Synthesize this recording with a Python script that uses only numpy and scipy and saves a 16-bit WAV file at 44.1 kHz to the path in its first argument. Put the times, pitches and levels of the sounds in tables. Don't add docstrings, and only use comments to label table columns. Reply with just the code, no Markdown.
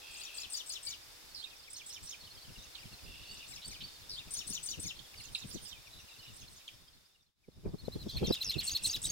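import sys
import numpy as np
from scipy import signal
from scipy.fft import rfft, irfft, next_fast_len
from scipy.io import wavfile
from scipy.ndimage import uniform_filter1d

SR = 44100
rng = np.random.default_rng(int(sys.argv[2]) if len(sys.argv) > 2 else 0)


def unload_audio(sound):
    columns = np.transpose(np.atleast_2d(sound))
    steps = np.round(np.clip(columns, -1, 1) * 32767)
    wavfile.write(sys.argv[1], SR, steps.astype(np.int16))


N = 401751
T = np.arange(N) / SR

# frequency in Hz, relative level in dB.
AIR_SPECTRUM = [(88, -1.5), (150, -32), (285, -4.5), (1610, -5.5), (3510, -4.5), (5200, -0.5), (6000, -6.5),
                (15000, -13)]
# time in seconds, air level in dB, wind rumble level in dB.
WEATHER = [(0, -52, -71), (1.7, -57, -68.5), (2.9, -54.5, -62.5), (5.497, -55.5, -60), (7.2, -59, -67.5),
           (7.699, -56, -38), (8.3, -55, -52), (9.1, -53, -53.5)]
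# centre in Hz, width in Hz, level in dB.
INSECT_BANDS = [(5390, 290, -83), (3607, 340, -67.5)]
# start and length in seconds, pitch in Hz, notes per second, level in dB.
TRILLS = [(0, 0.48, 2620, 77, -52.5), (3.035, 0.44, 2770, 52, -55), (8.079, 0.085, 3470, 95, -47),
          (8.193, 0.81, 2713, 35.7, -53)]
# end in seconds, first and last pitch in Hz,
# flick height as a share of the pitch, relative level in dB.
TUMBLE = [(.022, 7800, 7500, 0.16, -9), (.033, 8300, 7200, 0.12, -6), (.04, 9750, 7100, 0.089, -1.5),
          (.051, 4100, 5300, 0.043, -0.5), (.061, 5000, 4640, 0, -2), (.07, 6650, 7000, 0.0056, -1),
          (.077, 6340, 5900, .25, -3), (.086, 5100, 5760, 0.097, -0.5), (.125, 4400, 2430, .1, -5.5)]
CASCADE = [(.009, 8280, 7800, 0.043, -3.5), (.015, 7720, 7630, 0.314, 0), (.03, 9680, 8170, 0, -5.5),
           (.038, 8200, 7625, 0.183, 3.5), (.058, 5010, 4780, .25, -1), (.065, 4520, 4560, 0.015, -1.5),
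           (.072, 6700, 6900, 0, 1.5), (.083, 5970, 5820, 0.21, 0), (.089, 5470, 5970, 0, 4.5),
           (.125, 4400, 2320, .04, -4.5)]
TWITTER = [(.01, 8200, 7450, 0, -9), (.016, 7100, 10200, 0, -3.5), (.036, 8330, 7940, .04, -3),
           (.043, 6800, 8760, 0, 0.5), (.058, 8250, 7300, 0.087, 0), (.072, 4750, 4330, 0.34, -7),
           (.082, 4540, 4670, 0.012, -3.5), (.092, 6600, 6300, 0, -1.5), (.103, 5380, 5360, 0.24, -4.5),
           (.112, 4870, 5140, 0.024, -3.5), (.14, 4400, 3130, .035, -6.5)]
# song, pan in dB (left minus right), pitch factor,
# calls as pairs of start in seconds and level in dB.
BOUTS = [(TUMBLE, 5.3, 0.96, [(.105, -52), (.172, -47), (.339, -42.5), (.498, -40), (.659, -39.5),
         (.827, -40.5)]), (CASCADE, -3.5, 0.92, [(1.7, -49), (1.861, -49.5), (2.027, -49.5)]),
         (CASCADE, 3.1, 0.89, [(3.31, -56.5), (3.477, -52), (3.647, -51.5)]),
         (CASCADE, 5.3, 0.98, [(4.306, -42.5), (4.467, -42), (4.628, -42), (4.795, -43.5)]),
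         (TUMBLE, -9.5, 1.04, [(5.173, -53), (5.322, -51), (5.467, -47), (5.615, -48)]),
         (CASCADE, -3, 0.93, [(6.335, -59), (6.497, -61)]), (TWITTER, 0, 1, [(8.631, -36), (8.825, -34.5),
         (9.017, -35.5)])]
# start and length in seconds, first and last pitch in Hz, level in dB.
WHISTLES = [(0.842, 0.093, 2263, 2320, -61), (3.274, 0.06, 4400, 4650, -53.5),
            (3.641, 0.025, 4400, 4700, -47.5), (3.831, 0.027, 4360, 4720, -46.5),
            (5.166, 0.047, 5000, 3900, -53.5), (5.72, 0.068, 2740, 2270, -62.5),
            (8.222, .07, 3225, 3210, -50.5), (8.25, .045, 3720, 3510, -47)]
# seconds into the call, base pitch in Hz, relative level in dB.
BUZZ_SHAPE = [(0, 6480, -3.5), (.008, 5950, 2.5), (.030, 5207, -1), (.066, 5100, -0.5), (.074, 3157, -18),
              (.085, 3350, -7.5), (.1, 3900, -1.5), (.106, 2940, -12.5), (.128, 2570, -12)]
LILT_SHAPE = [(0, 4470, -6), (.014, 4600, 6.5), (.03, 3600, -21.5), (.04, 4150, 1.5), (.057, 4700, 3),
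              (.063, 3500, -9), (.078, 3146, 3), (.094, 2750, -17)]
CHIP_SHAPE = [(0, 4550, -19), (.006, 3630, 16), (.010, 2710, -6), (.012, 3100, 5), (.02, 2330, -23)]
PIP_SHAPE = [(0, 3814, -15), (.006, 4170, -6.5), (.016, 4303, -4.5), (.021, 3907, -6.5), (.025, 3300, -4.5),
             (.029, 2192, -5.5), (.039, 1490, -10)]
# start in seconds, level in dB, pan in dB, pitch factor.
BUZZES = [(1.344, -45, -6.5, 0.86), (4.091, -42.5, 2.5, 0.89), (8.083, -49.5, 0, 0.89),
          (8.268, -41, 0.5, 1), (8.442, -37, 0, 1.02)]
CHIPS = [(2.749, -53, -6.5, 0.96), (4.988, -57, -15, 0.99), (5.344, -53.5, -4.5, 1),
         (6.675, -51.5, -0.5, 0.91)]
# start in seconds, level in dB, pitch factor.
LILTS = [(2.199, -59, 0.95), (2.375, -61.5, 0.97), (2.574, -62.5, 0.86), (5.924, -61, 0.87),
         (6.088, -65, 0.87), (6.228, -65, .88)]
PIPS = [(7.783, -40, 1.03), (7.847, -38.5, 0.98), (7.92, -36.5, 0.98), (8.002, -37, 0.98),
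        (8.087, -34, 0.98), (8.16, -31.5, 1.01), (8.239, -29, 1), (8.32, -23.5, 0.95), (8.406, -27, 0.97),
        (8.49, -28, .99), (8.58, -27.5, 1.01), (8.67, -29, 1.03), (8.749, -23.5, 1.02), (8.84, -24.5, 0.99),
        (8.938, -26.5, 0.93), (9.037, -27.5, 0.91)]
# peak time in seconds, relative level in dB, decay in seconds, pan in dB.
BUMPS = [(2.859, -49.5, 0.027, 0), (3.826, -51.5, .05, 1), (4.504, -45.5, 0.019, -1.5),
         (4.787, -41.5, 0.02, 6), (4.852, -46.5, 0.041, 0), (5.451, -44.5, .02, 3),
         (5.556, -38.5, 0.017, 11.5), (7.487, -32.5, 0.0097, -1), (7.66, -28, 0.025, 2),
         (7.744, -28.5, 0.013, 0.5), (7.883, -25, 0.004, 19), (7.962, -30, 0.012, 1),
         (8.068, -33, 0.014, 4.5), (8.23, -27.5, 0.025, -0.5), (8.287, -34.5, 0.033, 9),
         (8.308, -22, 0.0087, -3), (8.57, -35.5, .025, -16)]
# start and length in seconds, pitch in Hz, level in dB.
RASPS = [(3.614, 0.033, 3640, -51.5), (3.802, 0.028, 3315, -46.5), (8.164, 0.04, 2546, -51),
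         (8.612, 0.023, 2955, -45)]
# frequency in Hz, gain in dB.
THROAT = [(1400, -39), (2800, -17), (4200, -2), (6500, -11.5), (8300, -20), (10500, -12.5), (12600, -10),
          (15500, -13)]
# time in seconds, linear gain.
FADE = [(6.45, 1), (7.32, 0.042), (7.35, 0.024), (8.35, 1)]


def undb(db):
    return 10 ** (np.asarray(db) / 20)


def unit(x):
    return x / np.sqrt(np.mean(x ** 2))


def walk(rate, size):
    hold = max(int(SR / rate), 2)
    steps = np.repeat(rng.standard_normal(size // hold + 1), hold)
    return 1.304 * uniform_filter1d(uniform_filter1d(steps, hold), hold)[:size]


def colour(points, hz):
    f, db = np.transpose(points)
    return undb(np.interp(np.log(hz + 1), np.log(f), db))


def noise(gain, size, alike):
    white = rng.standard_normal((3, size))
    spectrum = rfft(white[:2] + alike * white[2])
    return unit(irfft(spectrum * gain(np.fft.rfftfreq(size, 1 / SR)), size))


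def add(out, s, pair):
    i = int(np.clip(s * SR, 0, N - 1))
    out[:, i:i + pair.shape[1]] += pair[:, :N - i]


def sides(pan_db):
    return unit(undb(np.array([[pan_db], [-pan_db]]) / 2))


def place(x, pan_db):
    lag_samples = 1 + 4.5 * np.tanh(pan_db / 4)
    size = next_fast_len(len(x) + 64)
    delay = np.exp(-2j * np.pi * np.fft.rfftfreq(size) * lag_samples)
    right = irfft(rfft(x, size) * delay, size)[:len(x)]
    return np.array([x, right]) * sides(pan_db)


def gesture(shape, pitch):
    s, hz, db = np.transpose(shape)
    t = np.arange(int(s[-1] * SR)) / SR
    ends = np.clip(np.minimum(t, t[-1] - t) / 0.00028, 0, 1)
    return t, pitch * uniform_filter1d(np.interp(t, s, hz), size=44), undb(np.interp(t, s, db)) * ends


def cycles(hz):
    return 2 * np.pi * np.cumsum(hz) / SR


def field(dry, scatter_db, scatter_t60, tail_db, tail_t60):
    t = np.arange(SR // 2) / SR
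    response = 0
    for db, t60 in (scatter_db, scatter_t60), (tail_db, tail_t60):
        echoes = rng.standard_normal((2, len(t))) * undb(-60 * t / t60) * (t > .001)
        response = response + undb(db) * unit(echoes) / np.sqrt(len(t))
    return dry + signal.fftconvolve(dry, response, axes=1)[:, :N]


def meadow(air_db):
    out = noise(lambda f: colour(AIR_SPECTRUM, f), N, alike=0.27) * undb(air_db + .5 * walk(8.7, N))
    for hz, width_hz, db in INSECT_BANDS:
        choir = noise(lambda f: 1 / (1 + (2 * (f - hz) / width_hz) ** 4), N, alike=0.55)
        shimmer_db = walk(2, N) + 2.5 * walk(90, N)
        out += choir * undb(db + shimmer_db)
    return out


def wind(rumble_db, gust_db=6.0, housing_hz=(160, 385, 470), width_hz=80, ring_db=1.5):
    def bump_spectrum(f, corner_hz):
        ring = 1 + sum(undb(ring_db) / (1 + (2 * (f - hz) / width_hz) ** 2) for hz in housing_hz)
        return ring * f / np.hypot(f, 65) / (1 + (f / corner_hz) ** 2.9)

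    gusts = undb(rumble_db + gust_db * walk(35, N))
    out = noise(lambda f: f / (f + 25) / (1 + (f / 110) ** 2), N, alike=0.43) * gusts
    for s, db, decay_s, pan_db in BUMPS:
        t = np.arange(-2 * decay_s, 2 * decay_s, 1 / SR)
        eddy = noise(lambda f: bump_spectrum(f, corner_hz=1150 * undb(0.34 * db)), len(t), alike=0.51)
        envelope = np.exp(-abs(t) / decay_s / np.where(t < 0, 0.49, 1)) * np.hanning(len(t))
        add(out, s + t[0], undb(db) * unit(eddy * envelope) / 2 * sides(pan_db))
    return out


def chatter(count=190, softest_db=-61.86, range_db=3.12, low_hz=2800, high_hz=5800, mean_s=0.037):
    out = np.zeros((2, N))
    for when, height, long, loud, bend, side in rng.random((count, 6)):
        size = int(mean_s * (.5 + long) * SR)
        slur = np.exp(0.27 * (1 - 3 * bend) * np.linspace(0, 1, size))
        hz = low_hz * (high_hz / low_hz) ** height * slur
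        note = np.sin(cycles(hz)) * np.hanning(size)
        add(out, when * N / SR, undb(softest_db + range_db * loud) * place(note, 8 * (side - .5)))
    return field(out, scatter_db=3.0, scatter_t60=0.024, tail_db=-4.0, tail_t60=0.36)


def hoarse(hz, jitter):
    return np.sqrt(2) * np.sin(cycles(hz * (1 + jitter * walk(2500, len(hz)))))


def trill(size, hz, notes_per_s, upper_ratio=1.27, upper_db=-5, hoarse_ratio=1.6, hoarse_db=-9):
    beat = np.arange(size) / SR * notes_per_s % 1
    pulse = np.sqrt(2) * np.sin(np.pi * beat) ** 4
    phase = cycles(hz * (1 + 0.288 * (.5 - beat) + 0.0202 * walk(300, size)))
    upper = np.roll(pulse * np.sin(upper_ratio * phase), int(SR / notes_per_s / 2))
    edge = undb(hoarse_db) * hoarse(np.full(size, hoarse_ratio * hz), jitter=.16)
    return (pulse * (np.sin(phase) + edge) + undb(upper_db) * upper) * signal.windows.tukey(size, .15)


def far_birds():
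    out = np.zeros((2, N))
    for s, length, first_hz, last_hz, db in WHISTLES:
        size = int(length * SR)
        whistle = np.sqrt(2) * np.sin(cycles(np.geomspace(first_hz, last_hz, size)))
        add(out, s, undb(db) * place(whistle * signal.windows.tukey(size, .6), pan_db=0))
    for s, length, hz, db in RASPS:
        size = int(length * SR)
        rasp = hoarse(np.full(size, hz), jitter=0.138) * signal.windows.tukey(size, .5)
        add(out, s, undb(db) * place(rasp, pan_db=-1.3))
    for s, length, hz, notes_per_s, db in TRILLS:
        add(out, s, undb(db) * place(trill(int(length * SR), hz, notes_per_s), pan_db=-0.81))
    return field(out, scatter_db=-3, scatter_t60=0.13, tail_db=-3.5, tail_t60=0.62)


def syrinx(hz, gain, quiver, flutter_db, octave_db):
    hz = hz * (1 + quiver * walk(600, len(hz)))
    phase = cycles(hz)
    tone = np.sin(phase) + undb(octave_db) * np.sin(2 * phase) * (hz < SR / 4)
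    return np.sqrt(2) * gain * undb(flutter_db * walk(450, len(hz))) * tone


def twitter(song, pitch, flicks_per_s=190, taper=0.42, low_db=-11, sizzle_db=-12, sizzle_hz=6000):
    syllables, start = [], 0
    for end, first_hz, last_hz, flick, db in song:
        size = max(int((end - start) * SR), 32)
        sharp, loud = rng.standard_normal(2)
        glide = np.geomspace(first_hz, last_hz, size) * pitch * (1 + 0.0184 * sharp)
        arch = abs(np.sin(np.linspace(0, np.pi, size) * max(round(size / SR * flicks_per_s), 1)))
        gain = signal.windows.tukey(size, taper) * (1 - np.clip(4 * flick, 0, 1) * (1 - arch))
        clear = syrinx(glide * (1 + flick * arch), gain, quiver=0.024, flutter_db=2.5, octave_db=-20.5)
        low = hoarse(np.maximum(.72 * glide, 3600), jitter=0.159)
        air = noise(lambda f: (f / sizzle_hz) ** 3 / (1 + (f / sizzle_hz) ** 2) ** 2, size, alike=0)[0]
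        rasp_gain = np.minimum(glide / sizzle_hz, 1) ** 2 * signal.windows.tukey(size, taper / 2)
        rasp = (undb(low_db) * low + undb(sizzle_db) * air) * rasp_gain
        syllables.append(undb(db + 1.3 * loud) * (clear + rasp))
        start = end
    return np.concatenate(syllables)


def buzz(chop_pitch, chops_per_s=98, sweep=0.31):
    t, hz, gain = gesture(BUZZ_SHAPE, pitch=0.97)
    depth = np.clip((.072 - t) / .006, 0, 1)
    beat = chops_per_s * t % 1
    hz = hz * (1 + depth * (chop_pitch - 1 + sweep * (.5 - beat)))
    gain = gain * (1 - depth * np.cos(np.pi * beat) ** 2)
    return syrinx(hz, gain, quiver=0.016, flutter_db=2.5, octave_db=-18)


def lilt(pitch):
    _, hz, gain = gesture(LILT_SHAPE, pitch)
    return np.sqrt(2) * gain * np.sin(cycles(hz))


def chip(pitch):
    _, hz, gain = gesture(CHIP_SHAPE, pitch)
    return syrinx(hz, gain, quiver=0.095, flutter_db=7.0, octave_db=-17)


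def songbirds():
    far, near = np.zeros((2, 2, N))
    fade_bottom_s = FADE[2][0]
    for song, pan_db, pitch, calls in BOUTS:
        for s, db in calls:
            add(near if s > fade_bottom_s else far, s, undb(db) * place(twitter(song, pitch), pan_db))
    for s, db, pan_db, pitch in CHIPS:
        add(far, s, undb(db) * place(chip(pitch), pan_db))
    for s, db, pitch in LILTS:
        add(far, s, undb(db) * place(lilt(pitch), pan_db=-1.1))
    for s, db, pan_db, pitch in BUZZES:
        add(near if s > fade_bottom_s else far, s, undb(db) * place(buzz(pitch), pan_db))
    return (field(far, scatter_db=-2.5, scatter_t60=0.034, tail_db=-3.5, tail_t60=0.2)
            + field(near, scatter_db=-8, scatter_t60=0.089, tail_db=-24, tail_t60=0.2))


def piper(db_per_octave=-6, waver=0.0063, crack=0.067, flutter_db=2.5, linger=0.252):
    out = np.zeros((2, N))
    for (s, db, pitch), (tilt, drawl) in zip(PIPS, rng.standard_normal((len(PIPS), 2))):
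        t, hz, gain = gesture(PIP_SHAPE, pitch)
        effort = np.clip((db + 46) / 20, .2, 1)
        stretch = 1 + linger * (1 - effort) + 0.062 * drawl
        shape_t = np.arange(0, t[-1], 1 / SR / stretch)
        progress = shape_t / t[-1]
        hz = np.interp(shape_t, t, hz / hz.max()) ** effort * hz.max()
        gain = np.interp(shape_t, t, gain) * effort ** progress
        lean = 0.032 * (tilt / 2 + 2 * (1 - effort)) * (2 * progress - 1)
        rough = waver + crack * (1 - hz / hz.max())
        hz = hz * (1 + lean + rough * walk(900, len(hz)))
        gain = gain * undb(flutter_db * walk(363, len(hz)))
        tone = 0
        for k in range(1, 7):
            harmonic_gain = undb(db_per_octave * np.log2(k)) * colour(THROAT, k * hz) * (k * hz < SR / 2)
            tone = tone + harmonic_gain * np.sin(k * cycles(hz))
        add(out, s, place(np.sqrt(2) * undb(db) * gain * tone, pan_db=-0.31))
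    return field(out, scatter_db=-11.5, scatter_t60=0.083, tail_db=-16.0, tail_t60=0.27)


def scene():
    s, air_db, rumble_db = np.transpose(WEATHER)
    birds = songbirds() + piper() + far_birds() + chatter()
    return birds + meadow(np.interp(T, s, air_db)) + wind(np.interp(T, s, rumble_db))


def record(dry, top_hz=15850):
    faded = dry * np.interp(T, *np.transpose(FADE))
    return signal.sosfilt(signal.ellip(12, .1, 80, top_hz, fs=SR, output="sos"), faded)


dry = scene()
out = record(dry)
unload_audio(out)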